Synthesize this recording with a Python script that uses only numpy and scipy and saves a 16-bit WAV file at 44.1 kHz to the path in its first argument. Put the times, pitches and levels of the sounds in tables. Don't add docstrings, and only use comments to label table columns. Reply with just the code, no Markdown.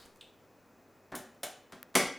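import sys
import numpy as np
from scipy import signal
from scipy.fft import rfft, irfft
from scipy.io import wavfile
from scipy.ndimage import uniform_filter1d

SR = 44100
rng = np.random.default_rng(int(sys.argv[2]) if len(sys.argv) > 2 else 0)


def materialize(psi):
    bounded = np.clip(np.atleast_2d(psi).T, -1, 1)
    quanta = np.round(bounded * 32767).astype(np.int16)
    wavfile.write(sys.argv[1], SR, quanta)


N = 96314
T = np.arange(N) / SR
F = np.maximum(np.arange(N + 1) * SR / (2 * N), 1)
OCTAVES = np.log2(F / 1000)


def amp(db):
    return 10 ** (np.asarray(db) / 20)


def curve(points):
    hz, value = np.array(points, float).T
    return np.interp(np.log(F), np.log(hz), value)


def resonances(peaks):
    return sum(db * .5 ** ((2 * (F - hz) / width_hz) ** 2) for hz, width_hz, db in peaks)


def colour(x, gain_db):
    cepstrum = irfft(gain_db * np.log(10) / 20)
    cepstrum[1:N] *= 2
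    cepstrum[N + 1:] = 0
    return irfft(rfft(x, 2 * N) * np.exp(rfft(cepstrum)))[..., :N]


def unit(x):
    return x / np.sqrt(np.sum(x ** 2))


def noise(gain_db):
    return unit(colour(rng.standard_normal(N), gain_db)) * np.sqrt(N)


def fade(t60_s, t=T):
    return np.exp(-np.log(1000) * t / t60_s)


def place(x, start_s, db):
    return np.pad(unit(x), (int(start_s * SR), 0))[:N] * amp(db) * np.sqrt(.02 * SR)


def scatter(envelope):
    x = rng.standard_normal(N) * envelope
    for _ in range(4):
        spectrum = rfft(x)
        bin_power = np.abs(uniform_filter1d(np.abs(spectrum) ** 2, size=61))
        x = irfft(spectrum / np.sqrt(bin_power + 1e-12), N)
        local_power = np.abs(uniform_filter1d(x ** 2, size=301))
        x = x * envelope / np.sqrt(local_power + 1e-14)
    return unit(x)


def contact(shape_db, t60_s, rise_s, hold_s=0):
    envelope = (1 - np.exp(-T / rise_s)) * fade(t60_s, np.maximum(T - hold_s, 0))
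    return colour(scatter(envelope), shape_db)


def ring(modes, tilt_db_per_oct=0, damping=1, rise_s=0.0034):
    ringing = np.zeros(N)
    for hz, db, t60_s in modes:
        gain = amp(db + tilt_db_per_oct * np.log2(hz / 1000))
        ringing += gain * fade(t60_s / damping) * np.sin(2 * np.pi * (hz * T + rng.random()))
    return (1 - np.exp(-T / rise_s)) * ringing


# f/Hz, side gain/dB
SIDE_GAIN = [(50, 1.5), (150, -19.5), (800, -21.5), (2800, -18.5), (5500, -12.5), (9000, -6.5),
             (13000, -47)]

def stereo(mid, twin):
    side = colour(twin, curve(SIDE_GAIN))
    return np.array([mid + side, mid - side])


# f/Hz, relative level/dB
AIR_SPECTRUM = [(25, -16.5), (60, -13), (120, -8.5), (240, -1.5), (320, -3.5), (480, -3.5), (800, -8.5),
                (1500, -13.5), (2500, -20.5), (3100, -27), (6400, -26.5), (8500, -32), (9700, -37),
                (10600, -30), (18000, -36)]
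# f/Hz, rms level/dB
HUM_TONES = [(100, -78.5), (452, -83), (2519, -83.5)]

def background(air_db=-62, whine_hz=15460, whine_db=-79):
    air = stereo(noise(curve(AIR_SPECTRUM)), noise(curve(AIR_SPECTRUM))) * amp(air_db)
    hum = sum(amp(db) * np.sin(2 * np.pi * hz * T) for hz, db in HUM_TONES)
    waver = 1 + .35 * noise(-20 * np.log10(1 + (F / 70) ** 2))
    whine = amp(whine_db) * waver * np.sin(2 * np.pi * whine_hz * T)
    return air + np.sqrt(2) * (hum + whine)


# f/Hz, t60/s
ROOM_DECAY = [(120, 0.37), (400, 0.5), (1000, 0.47), (2200, 0.52), (4500, 0.46), (8000, 0.35),
              (12000, 0.24), (17000, 0.24)]

def room_tail(gap_s=0.0023, build_s=0.0027):
    hz, t60s = np.array(ROOM_DECAY).T
    build_up = 1 - np.exp(-np.maximum(T - gap_s, 0) / build_s)
    spectrum = rfft(scatter(fade(t60s.max()) * build_up), 2 * N)
    tail = np.zeros(N)
    for weights, t60_s in zip(np.eye(len(hz)), t60s):
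        band = irfft(spectrum * np.interp(np.log(F), np.log(hz), weights))[:N]
        tail += band * fade(t60_s) / fade(t60s.max())
    return tail


def kitchen(direct, room_db):
    echoes = signal.fftconvolve(stereo(room_tail(), room_tail()), direct[None], axes=1)[:, :N]
    return direct + amp(room_db) * echoes


# f/Hz, relative level/dB
SCUFF_SPECTRUM = [(150, -2.5), (600, -6), (1300, -1), (2500, -7.5), (3700, -3.5), (4600, -0.5),
                  (5600, -10.5), (9000, -13), (17000, -21)]

def scuff(level_db=-58, stop_s=0.027, tau_s=0.065):
    envelope = amp(level_db) * np.exp(-np.maximum(T - stop_s, 0) / tau_s)
    return envelope * stereo(noise(curve(SCUFF_SPECTRUM)), noise(curve(SCUFF_SPECTRUM)))


# t/s, level/dB
TICK_HITS = [(0.053, -65), (0.0579, -61), (.159, -67), (.171, -73), (1.347, -74.5), (2.0699, -50)]
# f/Hz, relative level/dB
TICK_SPECTRUM = [(500, 4), (4000, -12), (8000, -4.5), (12000, -10), (18000, -28)]

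def ticks():
    bursts = sum(place(contact(curve(TICK_SPECTRUM), t60_s=0.033, rise_s=0.00055), start_s, db)
                 for start_s, db in TICK_HITS)
    return kitchen(bursts, room_db=-4)


# f/Hz, relative level/dB
CLINK_SPECTRUM = [(500, -27), (2100, -14), (2800, 1), (3700, 2), (4400, -9.5), (6000, -20), (8500, -11),
                  (11000, -25), (18000, -34)]
# f/Hz, relative level/dB, t60/s
CLINK_RING = [(2600, -9, 0.65), (2910, -17, .45), (3130, -16, .3), (3400, -3, 0.27), (3450, -9, 0.26),
              (3590, 4, .25), (3850, -5, 0.24)]

def clink(start_s=.2095):
    tap = place(contact(curve(CLINK_SPECTRUM), t60_s=0.063, rise_s=0.0002), start_s, db=-53)
    return kitchen(tap, room_db=-1.5) + place(ring(CLINK_RING), start_s, db=-59)


# f/Hz, relative level/dB
SNICK_SPECTRUM = [(200, -16), (800, -8), (1400, 8.5), (2200, 3), (3500, -3.5), (8000, -11.5), (11500, 1),
                  (14500, 0), (18000, -11)]

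def snick():
    return place(contact(curve(SNICK_SPECTRUM), t60_s=0.0017, rise_s=.00005), start_s=1.8294, db=-49)


# t/s, level/dB, tilt/(dB/oct), shelf above 3 kHz/dB
KNOCK_HITS = [(0.051, -60.5, -2.5, 10), (0.075, -70, -6, -2), (1.118, -52.5, 1, 5), (1.1227, -43.5, 0, -6),
              (1.139, -41.5, 1, -30), (1.7207, -51.5, 3, 3.5), (1.730, -51, 0, 0.5), (1.941, -53.5, 2, 4)]
# f/Hz, relative level/dB
KNOCK_SPECTRUM = [(60, -10.5), (130, -4.5), (250, 4.5), (420, -12.5), (600, -0.5), (850, -5.5),
                  (1200, -6.5), (1750, -8), (2600, -16.5), (8000, -30), (12000, -35.5), (17000, -54)]
# f/Hz, width/Hz, gain/dB
CAVITY_PEAKS = [(255, 65, 4.5), (385, 62, 10), (562, 73, 4), (1090, 170, 3.5), (1430, 160, 1),
                (1744, 130, 5), (3280, 260, 4)]
# f/Hz, relative level/dB, t60/s
PANEL_MODES = [(171, -7, 0.32), (200, -33, 0.11), (253, -1, 0.59), (381, 7.5, 0.36), (458, 2, 0.21),
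               (577.4, 1, 0.45), (664, 0, 0.21), (852, -10, 0.74), (1275, 6, 0.14), (1590, 3, 0.38),
               (1960, -10, 0.95), (2094, 3, 0.49), (2116, 1, 0.29), (2220, 4, 0.54)]

def door_knocks(hand_damping=1.23):
    door_db = curve(KNOCK_SPECTRUM) + resonances(CAVITY_PEAKS)
    shelf = 1 / (1 + (3000 / F) ** 6)
    blows = np.zeros(N)
    for start_s, db, tilt, shelf_db in KNOCK_HITS:
        shape_db = door_db + tilt * OCTAVES + shelf_db * shelf
        blows += place(contact(shape_db, t60_s=.05, rise_s=.002), start_s, db)
    panel = sum(place(ring(PANEL_MODES, tilt_db_per_oct=-6, damping=hand_damping), start_s, db - 5)
                for start_s, db, _, _ in KNOCK_HITS)
    return kitchen(blows, room_db=0.5) + panel


# t/s, level/dB, tilt/(dB/oct), ring re click/dB
CATCH_HITS = [(1.1505, -42.5, 3.5, -6), (1.431, -36.5, 0.5, -3.5)]
# f/Hz, relative level/dB
CATCH_SPECTRUM = [(80, -15), (200, -0.5), (420, -0.5), (700, 9.5), (1000, -5), (1500, -1), (2600, -6),
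                  (3400, -5), (4800, -9), (7000, -9.5), (10500, -10), (13000, -13.5), (18000, -23.5)]
# f/Hz, width/Hz, gain/dB
CATCH_PEAKS = [(3030, 180, 7), (3570, 230, 3), (3930, 220, 3.5), (5400, 410, 2.5), (5880, 230, 4.5),
               (6730, 350, 7.5), (7420, 450, 5), (8790, 280, 9.5), (9440, 310, 8), (10500, 550, 7),
               (11380, 240, 9.5), (12100, 300, 8), (14600, 550, 9)]
# f/Hz, relative level/dB, t60/s
CATCH_RING = [(598, -3.5, 0.35), (668, -10, .25), (743, -5, 0.46), (1556, -5.5, 0.25), (2208, -4.5, 0.16),
              (3490, -4.5, 0.15), (4050, -3, 0.1), (5330, -7, 0.16), (6560, -10, 0.15), (7640, -18, .26),
              (9350, 2, 0.089)]

def catch_clicks():
    catch_db = curve(CATCH_SPECTRUM) + resonances(CATCH_PEAKS)
    clicks = sum(place(contact(catch_db + tilt * OCTAVES, t60_s=0.086, rise_s=0.0015), start_s, db)
                 for start_s, db, tilt, _ in CATCH_HITS)
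    body = sum(place(ring(CATCH_RING), start_s, db + ring_db) for start_s, db, _, ring_db in CATCH_HITS)
    return kitchen(clicks, room_db=-0.5) + body


# t/s, level/dB, tilt/(dB/oct)
FLAP_HITS = [(1.952, -23.5, 0.5), (1.9595, -28.5, -3)]
# f/Hz, relative level/dB
FLAP_SPECTRUM = [(50, -40), (120, -12.5), (180, 0.5), (450, 0), (800, 0), (1250, -1.5), (1800, -2),
                 (2150, -3.5), (2700, -7), (4200, -12), (6000, -8), (10000, -8.5), (12000, -11),
                 (18000, -29.5)]
# f/Hz, width/Hz, gain/dB
FLAP_PEAKS = [(1057, 44, 2.5), (1200, 84, 2.5), (1423, 41, -8), (1756, 116, -7), (2054, 220, 6),
              (2244, 260, 5.5), (2650, 170, -1), (3420, 800, 5.5), (4670, 570, 6.5), (5900, 330, 6),
              (7460, 400, 0.5), (8730, 540, 3), (9650, 950, 3.5), (10430, 330, 3)]

def flap_clack():
    flap_db = curve(FLAP_SPECTRUM) + resonances(FLAP_PEAKS)
    blows = np.zeros(N)
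    for start_s, db, tilt in FLAP_HITS:
        blow = contact(flap_db + tilt * OCTAVES, t60_s=0.062, rise_s=0.00042, hold_s=0.0036)
        blows += place(blow, start_s, db)
    snap_s, snap_db, _ = FLAP_HITS[0]
    return kitchen(blows, room_db=2.5) + place(ring(PANEL_MODES), snap_s, snap_db - 2.5)


def scene():
    mix = flap_clack() + catch_clicks() + door_knocks() + ticks() + clink() + snick()
    mix += scuff() + background()
    return mix * amp([[.3], [-.3]])


def record(dry):
    return signal.sosfilt(signal.ellip(10, .2, 70, 19100, fs=SR, output="sos"), dry)


dry = scene()
out = record(dry)
materialize(out)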